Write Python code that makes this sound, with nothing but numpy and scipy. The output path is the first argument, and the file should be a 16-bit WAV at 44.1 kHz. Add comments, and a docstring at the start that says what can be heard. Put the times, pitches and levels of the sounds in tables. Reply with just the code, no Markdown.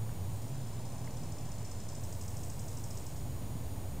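"""In the grass, a small insect rasps faintly: about fifteen short phrases a second, each one strong
wing stroke and a few weak ones that set the wings ringing. It grows louder, then stops.
Low wind and a distant drone lie under it, with two tiny ticks of dry stalks, microphone hiss
and a thin camera whine. The treble opens out in stereo for a second and a half."""
import sys
import numpy as np
from scipy import signal
from scipy.fft import rfft, irfft
from scipy.io import wavfile
from scipy.ndimage import uniform_filter1d

SR = 44100
rng = np.random.default_rng(int(sys.argv[2]) if len(sys.argv) > 2 else 0)


def output_pcm(signal):
    """Save a mono or channel-first signal as 16-bit PCM at the path in sys.argv[1].

    Samples are clipped to [-1, 1] before scaling.
    """
    pcm = np.clip(np.atleast_2d(signal).T, -1, 1) * 32767
    wavfile.write(sys.argv[1], SR, np.round(pcm).astype(np.int16))


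N = 176400
TIME_S = np.arange(N) / SR


def undb(db):
    """Decibels to gain."""
    return 10 ** (np.asarray(db) / 20)


def envelope(rows):
    """Gain over time from (time_s, level_db) points."""
    return undb(np.interp(TIME_S, *np.array(rows).T))


def bell(offset_s, sigma_s):
    """Gaussian pulse, peak 1."""
    return np.exp(-.5 * (offset_s / sigma_s) ** 2)


def colour(x, rows):
    """Filter by (freq_hz, gain_db) points."""
    hz, db = np.array(rows, float).T
    bins_hz = np.maximum(np.fft.rfftfreq(N, 1 / SR), 1)
    return irfft(rfft(x) * undb(np.interp(np.log(bins_hz), np.log(hz), db)), N)


def noise(spectrum):
    """Shaped noise, rms 1."""
    x = colour(rng.standard_normal(N), spectrum)
    return x / x.std()


def drift(rate_hz):
    """Smooth random drift, rms 1."""
    window = int(SR / rate_hz)
    x = uniform_filter1d(rng.standard_normal(N), window, mode="wrap")
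    x = uniform_filter1d(x, window, mode="wrap")
    return (x - x.mean()) / x.std()


def tone(hz, phase_rad=0):
    """Sine along a pitch curve, rms 1."""
    return np.sqrt(2) * np.sin(2 * np.pi * (np.cumsum(hz) / SR + rng.random()) + phase_rad)


def stereo(mid, side):
    """Mid/side to left/right."""
    return np.array([mid + side, mid - side])


# Hiss spectrum: freq_hz, gain_db
HISS_SPECTRUM = [(300, 11), (2000, 2), (4300, 4), (5300, 1.5), (6500, 3.5), (7400, 5.5), (7900, 6.5),
                 (8500, 4), (10000, 0), (12500, -6), (15500, -5)]


def microphone_hiss(level_db=-58.5):
    """Steady microphone self-noise."""
    return undb(level_db) * noise(HISS_SPECTRUM)


# Whine lines: pitch_hz, level_db, flicker_db, side_phase_rad
WHINE_LINES = [(6793, -67, 1.2, .4), (9569.5, -65.3, 1.4, .65), (13586, -64.7, .5, 1.0)]
# Brief sags of one line: centre_s, line_hz, drop_hz, sigma_s
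WHINE_SAGS = [(3.547, 9569.5, 420, .007), (3.758, 6793, 220, .006), (3.97, 6793, 220, .007)]


def camera_whine(wide, waver_hz=5.4, sag_db=-6):
    """Thin, unsteady lines; left and right part in phase as `wide` goes from 0 to 1."""
    lines = 0
    for hz, db, flicker_db, side_phase_rad in WHINE_LINES:
        pitch_hz = hz + waver_hz * drift(rate_hz=37)
        level_db = db + flicker_db * drift(rate_hz=180)
        for centre_s, line_hz, drop_hz, sigma_s in WHINE_SAGS:
            if line_hz == hz:
                sag = bell(TIME_S - centre_s, sigma_s)
                pitch_hz -= drop_hz * sag
                level_db += sag_db * sag
        lines += undb(level_db) * tone(pitch_hz, stereo(0, side_phase_rad * wide))
    return lines


# Envelopes of the three drone tones: time_s, level_db
DRONE_LOW_LEVEL = [(0, -59.5), (2.6, -53), (3, -52.5), (4, -49)]
DRONE_MID_LEVEL = [(0, -50), (.6, -52), (1.6, -51), (2.1, -45.5), (2.6, -45.5), (3.1, -49.5), (4, -47.5)]
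DRONE_TOP_LEVEL = [(0, -40.5), (.8, -45.5), (1.3, -50), (1.6, -48), (1.9, -56), (2.2, -48), (2.7, -50),
                   (4, -58.5)]


def distant_drone(flicker_db=1.5):
    """Three low, wavering tones, as of a far engine; the middle one is steadiest."""
    def partial(levels, pitch_hz, waver_ratio):
        gain = envelope(levels) * undb(flicker_db * drift(rate_hz=17))
        return gain * tone(pitch_hz * (1 + waver_ratio * drift(rate_hz=11.63)))

    return (partial(DRONE_LOW_LEVEL, pitch_hz=63.5, waver_ratio=.0687)
            + partial(DRONE_MID_LEVEL, pitch_hz=89.3, waver_ratio=.023)
            + partial(DRONE_TOP_LEVEL, pitch_hz=111.14, waver_ratio=.0876))


# Wind layer spectra: freq_hz, gain_db
AIR_SPECTRUM = [(15, -1), (45, 1), (70, -2), (140, 0.5), (200, -4), (300, -12.5), (400, -12.5), (620, -12),
                (1020, -17), (1330, -27.5), (2500, -31), (6000, -47)]
RUMBLE_SPECTRUM = [(60, -18), (88, 4), (102, 15), (122, 18.5), (140, -3), (190, -26)]
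BUFFET_SPECTRUM = [(110, -15.5), (150, 3), (200, -10.5), (260, -7), (330, -13.5), (450, -20), (700, -40.5)]
BREEZE_SPECTRUM = [(350, -25), (620, 0), (1020, -1.5), (1350, -21), (3000, -43)]
# Wind layer envelopes: time_s, level_db
RUMBLE_LEVEL = [(0, -47.5), (.5, -47.5), (.95, -49.5), (1.25, -52), (1.6, -48.5), (1.78, -49.5),
                (2.1, -45.5), (2.6, -45.5), (2.8, -47), (3.3, -46.5), (4, -47)]
BUFFET_LEVEL = [(0, -49), (.7, -51.5), (1.35, -48.5), (1.7, -57), (2.3, -53.5), (2.9, -53.5), (3.4, -48),
                (4, -48.5)]
BREEZE_LEVEL = [(0, -66), (.6, -69), (1.0, -59), (1.4, -68), (2.2, -75), (4, -69)]


def wind(air_db=-46):
    """Steady air, a swelling low rumble, light buffeting and one brief midrange rush of breeze."""
    air = undb(air_db) * noise(AIR_SPECTRUM)
    rumble = envelope(RUMBLE_LEVEL) * noise(RUMBLE_SPECTRUM)
    buffet = envelope(BUFFET_LEVEL) * noise(BUFFET_SPECTRUM)
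    breeze = envelope(BREEZE_LEVEL) * noise(BREEZE_SPECTRUM)
    return air + rumble + buffet + breeze


# Stalk ticks: centre_s, pitch_hz, level_db
STALK_TICKS = [(.094, 1530, -54), (1.076, 1950, -53.5)]


def stalk_ticks(sigma_s=.0019, log_freq_step=.14):
    """Dry stalks tick softly: short bursts of narrow-band noise."""
    ticks = np.zeros(N)
    for centre_s, pitch_hz, level_db in STALK_TICKS:
        band = [(pitch_hz * np.exp(k * log_freq_step), -3 * k ** 2) for k in range(-4, 5)]
        ticks += undb(level_db) * bell(TIME_S - centre_s, sigma_s) * noise(band)
    return ticks


# Insect phrases, at the strong stroke: start_s, level_db
PHRASES = [(0.055, -69), (.115, -63), (.176, -67), (.237, -57), (.299, -55.5), (.360, -56), (.422, -54),
           (0.483, -53), (.546, -51.5), (0.607, -54), (0.672, -53), (.734, -52), (.795, -53), (.857, -51),
           (.923, -52.5), (.984, -50.5), (1.048, -50.5), (1.110, -51), (1.172, -49), (1.236, -50.5),
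           (1.323, -47), (1.388, -50), (1.457, -49.5), (1.519, -48), (1.585, -49.5), (1.652, -45),
           (1.717, -44.5), (1.804, -46.5), (1.889, -44.5), (1.953, -45.5), (2.038, -45.5), (2.128, -45),
           (2.215, -43.5), (2.283, -44), (2.37, -44.5), (2.437, -44), (2.501, -44.5), (2.596, -44),
           (2.684, -44.5), (2.774, -44), (2.841, -43.5), (2.909, -43), (2.975, -44), (3.068, -45),
           (3.167, -50)]
STROKE_GAP_S, JITTER_S, MIN_REST_S, MAX_PHRASE_S = .0114, .000733, .018, .075
STRONG_SIGMA_S, WEAK_SIGMA_S = .0031, .0029
TRIM_DB, WEAK_DB, FADE_DB_PER_S = -1, -6, -57
FALL_HZ, FALL_HZ_PER_S = 7140, 430000
RISE_HZ, RISE_HZ_PER_S, RISE_DB = 6540, 290000, -4.5
# Softer phrases are more even and ring higher.
LOUD_DB, EVEN_DB_PER_DB, SHIFT_HZ_PER_DB = -45, .42, 47


def wing_strokes(scatter_hz=230):
    """Each stroke rings as two crossing sweeps. Returns the rings and their power envelope."""
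    rings, power = np.zeros(N), np.zeros(N)
    next_starts_s = [row[0] for row in PHRASES[1:]] + [np.inf]
    for (start_s, phrase_db), next_s in zip(PHRASES, next_starts_s):
        softness_db = LOUD_DB - phrase_db
        length_s = min(next_s - start_s - MIN_REST_S, MAX_PHRASE_S)
        draws = rng.standard_normal((12, 5))
        for stroke, (jitter, scatter_db, detune, fall_phase, rise_phase) in enumerate(draws):
            age_s = stroke * STROKE_GAP_S
            if age_s > length_s:
                break
            centre_s, level_db, sigma_s = start_s + age_s, phrase_db + TRIM_DB, STRONG_SIGMA_S
            if stroke > 0:
                centre_s += JITTER_S * jitter
                level_db += WEAK_DB + EVEN_DB_PER_DB * softness_db + FADE_DB_PER_S * age_s + scatter_db
                sigma_s = WEAK_SIGMA_S
            span = slice(int((centre_s - .008) * SR), int((centre_s + .008) * SR))
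            offset_s = TIME_S[span] - centre_s
            swell = undb(level_db) * bell(offset_s, sigma_s)
            shift_hz = scatter_hz * detune + SHIFT_HZ_PER_DB * softness_db
            fall = sweep(offset_s, FALL_HZ + shift_hz, -FALL_HZ_PER_S, fall_phase)
            rise = sweep(offset_s, RISE_HZ + shift_hz, RISE_HZ_PER_S, rise_phase)
            rings[span] += swell * (fall + undb(RISE_DB) * rise)
            power[span] += swell ** 2
    return rings, power


def sweep(offset_s, centre_hz, hz_per_s, phase_cycles):
    """Linear chirp."""
    return np.sin(2 * np.pi * (centre_hz * offset_s + hz_per_s * offset_s ** 2 / 2 + phase_cycles))


# Wing response and after-ring filter: freq_hz, gain_db
WING_RESPONSE = [(4000, -43), (4700, -10), (5100, -3.5), (5800, -5.5), (7100, -4.5), (8050, -5.5),
                 (8450, -7), (9000, -21.5)]
AFTER_RING_FILTER = [(4700, -12), (5200, 2), (5800, -12), (7300, -16), (7950, 11.5), (8500, -3.5)]


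def insect(scrape_db=-4.5, after_ring_db=-8.5, decay_s=.0065):
    """Strokes ring through the wing with a dry scrape and leave a faint after-ring."""
    rings, power = wing_strokes()
    scrape = undb(scrape_db) * np.sqrt(power) * noise(WING_RESPONSE)
    pole = np.exp(-1 / (decay_s * SR))
    tail_power = signal.lfilter([1 - pole], [1, -pole], power + 1e-18)
    tail_noise = colour(noise(WING_RESPONSE), AFTER_RING_FILTER)
    after_ring = undb(after_ring_db) * np.sqrt(tail_power) * tail_noise
    return colour(rings, WING_RESPONSE) + scrape + after_ring


# Mid and side filters while the treble is wide: freq_hz, gain_db
MID_FILTER = [(4000, 1), (7000, -1.6), (9500, -2), (13000, -10), (15500, -10)]
SIDE_FILTER = [(1500, -41), (4200, -30.5), (4900, -5.5), (8000, -7), (10000, 3), (15000, 3)]
WIDE_START_S, WIDE_END_S = .505, 2.01


def scene():
    """All centred, except while insect, hiss and whine open out in stereo."""
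    gate = (TIME_S > WIDE_START_S) & (TIME_S < WIDE_END_S)
    wide = uniform_filter1d(gate.astype(float), size=600)
    near = insect() + microphone_hiss()
    mid = (1 - wide) * near + wide * colour(near, MID_FILTER)
    mid += wind() + distant_drone() + stalk_ticks()
    side = wide * colour(insect() + microphone_hiss(), SIDE_FILTER)  # fresh draws, uncorrelated with mid
    return stereo(mid, side) + camera_whine(wide)


def record(dry, cutoff_hz=15550, dc_offset=.0097):
    """Steep low-pass plus a small DC offset."""
    lowpass = signal.ellip(10, .1, 80, cutoff_hz, fs=SR, output="sos")
    return signal.sosfilt(lowpass, dry) + dc_offset


dry = scene()
out = record(dry)
output_pcm(out)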